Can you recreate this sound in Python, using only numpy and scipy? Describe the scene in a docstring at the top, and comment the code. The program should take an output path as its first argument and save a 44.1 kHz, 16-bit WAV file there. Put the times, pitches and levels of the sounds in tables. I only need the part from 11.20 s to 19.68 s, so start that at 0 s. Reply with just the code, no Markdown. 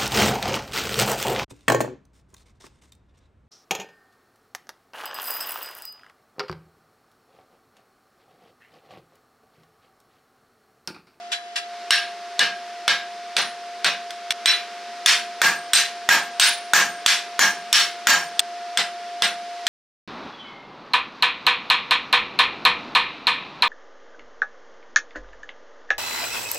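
"""A smith's hand hammer bends a hot steel bar on an anvil; for a while a striker's sledge answers.
Each blow is a contact crack, a few ringing steel partials and a burst of workshop echo, squeezed by
a fast limiter. Behind them the forge hums and its air hisses. The opening sounds wider.
At three moments any ringing stops short and the forge shifts in level."""
import sys
import numpy as np
from scipy import signal
from scipy.fft import rfft, irfft
from scipy.io import wavfile
from scipy.ndimage import uniform_filter1d, minimum_filter1d

SR = 44100
rng = np.random.default_rng(int(sys.argv[2]) if len(sys.argv) > 2 else 0)


def generate_wav(sig):
    """Save sig (samples, or channels by samples) to the path in sys.argv[1] as 16-bit PCM at SR."""
    pcm = np.round(np.clip(np.atleast_2d(sig).T, -1, 1) * 32767).astype(np.int16)
    wavfile.write(sys.argv[1], SR, pcm)


N = 373968
TIME_S = np.arange(N) / SR
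AGE_S = TIME_S[:16384]   # time since impact

# moments when ringing stops short and the forge level shifts: time_s
BREAKS_S = [0.45, 3.125, 7.205]


def from_db(db):
    """Decibels to gain."""
    return np.exp(np.asarray(db) * (np.log(10) / 20))


def at_hz(points, hz):
    """Interpolate a table over log frequency."""
    known_hz, values = np.transpose(points)
    return np.interp(np.log(hz + 1e-9), np.log(known_hz), values)


def drift(axis, knots_per_unit):
    """Random curve through unit-variance knots."""
    knots = rng.standard_normal(1024)
    return np.interp(axis * knots_per_unit, np.arange(len(knots)), knots)


def stereo_noise(colour, size):
    """Coloured noise, mono in the bass: (hz, stereo spectrum)."""
    # left-right likeness: freq_hz, correlation
    likeness = [(60, 1), (300, 1), (700, 1), (1400, 0.99), (2900, 0.99), (5000, 0.65), (8000, 0.2),
                (15000, 0.42)]
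    hz = np.arange(size // 2 + 1) * SR / size
    mid, side = rfft(rng.standard_normal((2, size)))
    alike = at_hz(likeness, hz)
    gain = from_db(at_hz(colour, hz))
    gain /= np.sqrt(np.mean(gain ** 2))
    return hz, gain * (np.sqrt((1 + alike) / 2) * mid + np.sqrt((1 - alike) / 2) * side * [[1], [-1]])


def forge(flutter_db=1.0, waver_rad=0.11, fade_s=0.21):
    """The forge sings one note over the rush of its air: (hum, hiss)."""
    # forge note: pitch_hz, level_db
    harmonics = [(699.9, 0), (1399.8, -27)]
    # air rush spectrum: freq_hz, level_db
    air_colour = [(40, -3), (100, -32), (150, -29), (220, -2), (265, -12), (380, 2.5), (550, -4.5),
                  (1100, -1.5), (1500, 1), (2800, -3.5), (5300, -5), (7500, -16.5), (10000, -20.5),
                  (15000, -40.5)]
    # forge level, one row per stretch between breaks: hum_db, hiss_db
    levels = [(-39.5, -46.5), (-36, -41.5), (-36.5, -40), (-33.5, -41)]
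    steps_db = np.transpose(levels)[:, np.searchsorted(BREAKS_S, TIME_S)]
    hum_db, hiss_db = uniform_filter1d(steps_db, size=int(fade_s * SR))
    wander_rad = waver_rad * drift(TIME_S, 47) + 1.8 * drift(TIME_S, 1.5)
    hum = sum(from_db(db) * np.sin(2 * np.pi * hz * TIME_S + wander_rad) for hz, db in harmonics)
    hiss = irfft(stereo_noise(air_colour, N)[1], N)
    hum_db += flutter_db * drift(TIME_S, 30)
    return np.sqrt(2) * hum * from_db(hum_db), hiss * from_db(hiss_db)


def widen(x, smear_s=0.0036, until_s=0.48, side_db=-2):
    """A short diffuse copy, opposite in the two channels, spreads the opening."""
    smear = (rng.standard_normal(len(AGE_S)) * np.exp(-AGE_S / smear_s))[AGE_S < 10 * smear_s]
    side = signal.fftconvolve(x.mean(axis=0), smear / np.linalg.norm(smear))[:N]
    opening = uniform_filter1d(1.0 * (TIME_S < until_s), size=1000)
    return x + from_db(side_db) * side * opening * [[1], [-1]]


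def clash(colour, bass_db, treble_db, bass_hz=900, treble_hz=6300, peak_width_hz=55):
    """Dense steel and wall resonances, new at each blow: (hz, stereo spectrum)."""
    hz, noise = stereo_noise(colour, len(AGE_S))
    shelves_db = bass_db / (1 + (hz / bass_hz) ** 2) + treble_db * (1 - 1 / (1 + (hz / treble_hz) ** 6))
    spread_db = 4 * np.sqrt(hz / 5000)   # high resonances stand out more
    peaks_db = spread_db * drift(hz, 1 / peak_width_hz) - spread_db ** 2 / 13   # offset keeps the power
    return hz, noise * from_db(shelves_db + peaks_db)


def echo(colour, bass_db, treble_db, t60_s):
    """The clash as the walls return it; lows last longest."""
    # room decay by band: centre_hz, t60_ratio
    decay_bands = [(150, 1.6), (700, 1.15), (3500, 1.0), (10000, .87)]
    hz, spectrum = clash(colour, bass_db, treble_db)
    centres_hz, t60_ratios = np.transpose(decay_bands)
    out = 0
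    for share, ratio in zip(np.eye(len(centres_hz)), t60_ratios):
        band = irfft(spectrum * at_hz(np.c_[centres_hz, share], hz))
        out += band * from_db(-60 * AGE_S / (t60_s * ratio))
    return out


def partials(modes, waver=0.7, waver_per_s=75, apart_hz=6000):
    """Decaying modes; wall reflections make each waver, and the high ones differ between the ears."""
    out = np.zeros((2, len(AGE_S)))
    for hz, db, t60_s in modes:
        swing = (1 + waver * drift(AGE_S, waver_per_s)) / np.sqrt(1 + waver ** 2)
        phase = 2 * np.pi * (hz * AGE_S + rng.random())
        apart_rad = min(hz / apart_hz, 1) * rng.uniform(0.029, 0.97)
        out += swing * from_db(db - 60 * AGE_S / t60_s) * np.cos([phase + apart_rad, phase - apart_rad])
    return out


def steel(head, groups_db):
    """Ringing steel and hammer head; the place of the blow sets each mode group's level."""
    # steel mode groups: pitch_hz, level_db, t60_s
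    clang = [(1617, -3.5, .37), (1650, -6, .3), (1692, -5, .3), (1778, -5, .28), (1870, -11, .24)]
    bar = [(3982, 0, .24), (3445, -10, .28)]
    ring = [(5548, 2, .28), (4355, -7, .3), (11040, -16, .28), (15183, -25, .35)]
    ping = [(9435, 0, .38), (11040, -7, .26), (15570, -21, .3)]
    groups = [clang, bar, ring, ping, head]
    return sum(from_db(db) * partials(modes) for db, modes in zip(groups_db, groups))


def splash(colour, treble_db, gain_db=12, t60_s=0.019):
    """A brief, brighter clash, heard direct."""
    _, spectrum = clash(colour, 0, treble_db + 7)
    return irfft(spectrum[0]) * from_db(gain_db - 60 * AGE_S / t60_s)


def clink(head, gain_db=15, fade_s=0.026):
    """First swings of the hammer head, before the walls answer."""
    return partials(head, waver=0)[0] * from_db(gain_db - 60 * AGE_S / fade_s)


def crack(modes, bass_db, rebound_s=0.0015, rebound_db=-7, low_cut_hz=900, bass_below_hz=2000):
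    """Damped swings as hammer meets bar and bar meets anvil; bass_db raises or lowers the low ones."""
    swings = 0
    for hz, db, t60_s in modes:
        level_db = db + bass_db * (hz < bass_below_hz) + 2 * rng.normal()
        pitch_hz = hz * (1 + 0.018 * rng.normal())
        swings += from_db(level_db - 60 * AGE_S / t60_s) * np.sin(2 * np.pi * pitch_hz * AGE_S)
    delay_s = rebound_s * rng.uniform(0.756, 1.292)
    swings += from_db(rebound_db) * np.interp(AGE_S - delay_s, AGE_S, swings, left=0)
    radiation = signal.butter(2, low_cut_hz, "high", fs=SR, output="sos")   # small bodies give no bass
    return signal.sosfilt(radiation, swings + 1e-18)


def hammer(stroke, singing, early_share=0.77, walls_s=0.0055, build_s=0.001):
    """One hand or sledge blow: direct contact, then ring and echo swell with the first reflections."""
    # how the bar lies and is hit, by stroke:
    # direct_db, bass_db, treble_db, echo_t60_s, clang_db, bar_db, ring_db, ping_db, head_db
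    strokes = { "glance": (-16.5, -10, -1.5, 0.166, -14, -9, -22, -31, -32),
               "ringing": (4.5, -7.5, -9.5, 0.36, -14, -9, -7, -20.5, -11.5),
               "bend": (3, 9, -6.5, 0.31, -12, -23, -14.5, -30, -15),
               "flat": (2.5, -4, 4.5, 0.31, -13, -29, -15.5, -23, -16.5),
               "tip": (1.5, 10, -2.5, 0.27, -11, -16, -17.5, -23, -12),
               "sledge": (0.5, -0.5, -2.5, 0.3068, 1, -17, -16, -34, -14)}
    # mode group struck where it swings most: lift_db
    lifts_db = {"clang": 12.5, "bar": 17, "ring": 10, "ping": 13.5, "head": 14}
    # contact and hammer-head modes: pitch_hz, level_db, t60_s
    hand_crack = [(1070, -37, 0.031), (1517, -17, 0.018), (3460, -1, 0.015), (4054, -7, 0.0088),
                  (5600, -24, 0.01), (8200, -17.5, 0.0048)]
    hand_head = [(8240, -1, .2), (8200, -3, .18), (11250, -16, .22), (13430, -15, .23), (13380, -16, .2)]
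    sledge_crack = [(1440, 3, 0.012), (1870, -6.5, 0.022), (3450, -9, 0.019), (5420, -16.5, 0.0078),
                    (6640, -11.5, 0.0085)]
    sledge_head = [(6965, 0, .3), (7010, -4, .25), (8716, -13, .6), (12060, -2, .22), (13007, -5.5, .3)]
    # splash and echo spectra: freq_hz, level_db
    hand_colour = [(40, -40), (100, -50), (150, -22.5), (200, -18), (280, -23.5), (400, -18), (800, -10),
                   (1600, 2), (2400, 2.5), (3600, 4), (5500, -1), (7500, -7.5), (10000, -15.5),
                   (13500, -26.5), (15500, -38)]
    sledge_colour = [(40, -32), (105, -31), (160, -9), (215, -7), (290, -11), (500, -9.5), (800, 1),
                     (1600, 3.5), (2300, 3.5), (3600, 0.5), (5500, 0), (7200, -1), (10000, -11),
                     (15500, -25)]
    if stroke == "sledge":
        contact, head, colour, crack_db = sledge_crack, sledge_head, sledge_colour, 19
    else:
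        contact, head, colour, crack_db = hand_crack, hand_head, hand_colour, 14
    direct_db, bass_db, treble_db, t60_s, *groups_db = strokes[stroke]
    groups_db = [db + lifts_db[name] * (name in singing) for db, name in zip(groups_db, lifts_db)]
    impact = splash(colour, treble_db) + from_db(crack_db) * crack(contact, bass_db)
    direct = from_db(direct_db) * impact + from_db(groups_db[-1]) * clink(head)
    tail = steel(head, groups_db) + echo(colour, bass_db, treble_db, t60_s)
    swell = early_share + (1 - early_share) * (1 + np.tanh((AGE_S - walls_s) / build_s)) / 2
    rise_s = np.interp(direct_db, [-24, -8], [0.007, 0.0003])   # a glancing contact starts slowly
    return (1 - np.exp(-AGE_S / rise_s)) * (direct + swell * tail)


def scene():
    """Smith and striker over the forge; no blow rings past a break."""
    # hammer blows: start_s, force_db, stroke, singing_groups
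    blows = [ (0.1164, -17.5, "glance", []), (.357, -18, "glance", []),
             (0.7066, -9.5, "ringing", ["clang"]), (1.1923, -11.5, "bend", ["clang"]),
             (1.679, -12.5, "bend", ["clang"]), (2.1663, -13, "bend", ["ping"]), (2.645, -12, "bend", []),
             (2.906, -39.5, "tip", []), (3.1064, -18.5, "ringing", []), (3.258, -8, "ringing", ["bar"]),
             (3.8602, -1.5, "flat", []), (4.2166, -5, "sledge", []), (4.5335, -3.5, "flat", ["head"]),
             (4.8895, -4, "sledge", []), (5.1976, -1.1, "flat", ["ping", "head"]),
             (5.5345, -2.5, "sledge", []), (5.8617, -3.5, "flat", []), (6.1921, -5, "sledge", ["ring"]),
             (6.5279, -0.5, "flat", ["ring"]), (6.8702, -2, "sledge", ["ring"]),
             (7.1932, -6, "flat", ["head"]), (7.5731, -13.5, "tip", []), (8.0215, -11.5, "tip", []),
             (8.4673, -14.5, "tip", [])]
    hum, hiss = forge()
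    hammering = np.zeros((2, N))
    for start_s, force_db, stroke, singing in blows:
        start = round(start_s * SR)
        later_breaks = [round(break_s * SR) for break_s in BREAKS_S if break_s > start_s]
        stop = min(N, start + len(AGE_S), *later_breaks)
        hammering[:, start:stop] += from_db(force_db) * hammer(stroke, singing)[:, :stop - start]
    return widen(hammering + hiss) + hum


def limiter(x, threshold_db=-7.5, squeeze=0.71, release_db_per_s=750):
    """Peaks over the threshold duck both channels; gain returns within tens of milliseconds."""
    peak_db = 20 * np.log10(np.abs(x).max(axis=0) + 1e-9)
    over_db = np.maximum(peak_db - threshold_db, 0)
    recovery_db = release_db_per_s * TIME_S[:x.shape[1]]
    held_db = np.maximum.accumulate(over_db + recovery_db) - recovery_db
    cut_db = uniform_filter1d(minimum_filter1d(-held_db, size=45), size=45)
    return x * from_db(squeeze * cut_db)


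def record(dry, ceiling=0.84, low_cut_hz=130, high_cut_hz=16200):
    """Limiter, reset at each break; then soft clip, high-pass and low-pass."""
    stretches = np.split(dry, [round(break_s * SR) for break_s in BREAKS_S], axis=1)
    limited = np.hstack([limiter(stretch) for stretch in stretches])
    rounded = limited / (1 + (limited / ceiling) ** 8) ** (1 / 8)
    thinned = signal.sosfilt(signal.butter(2, low_cut_hz, "high", fs=SR, output="sos"), rounded)
    return signal.sosfilt(signal.ellip(10, 0.1, 80, high_cut_hz, fs=SR, output="sos"), thinned)


dry = scene()
out = record(dry)
generate_wav(out)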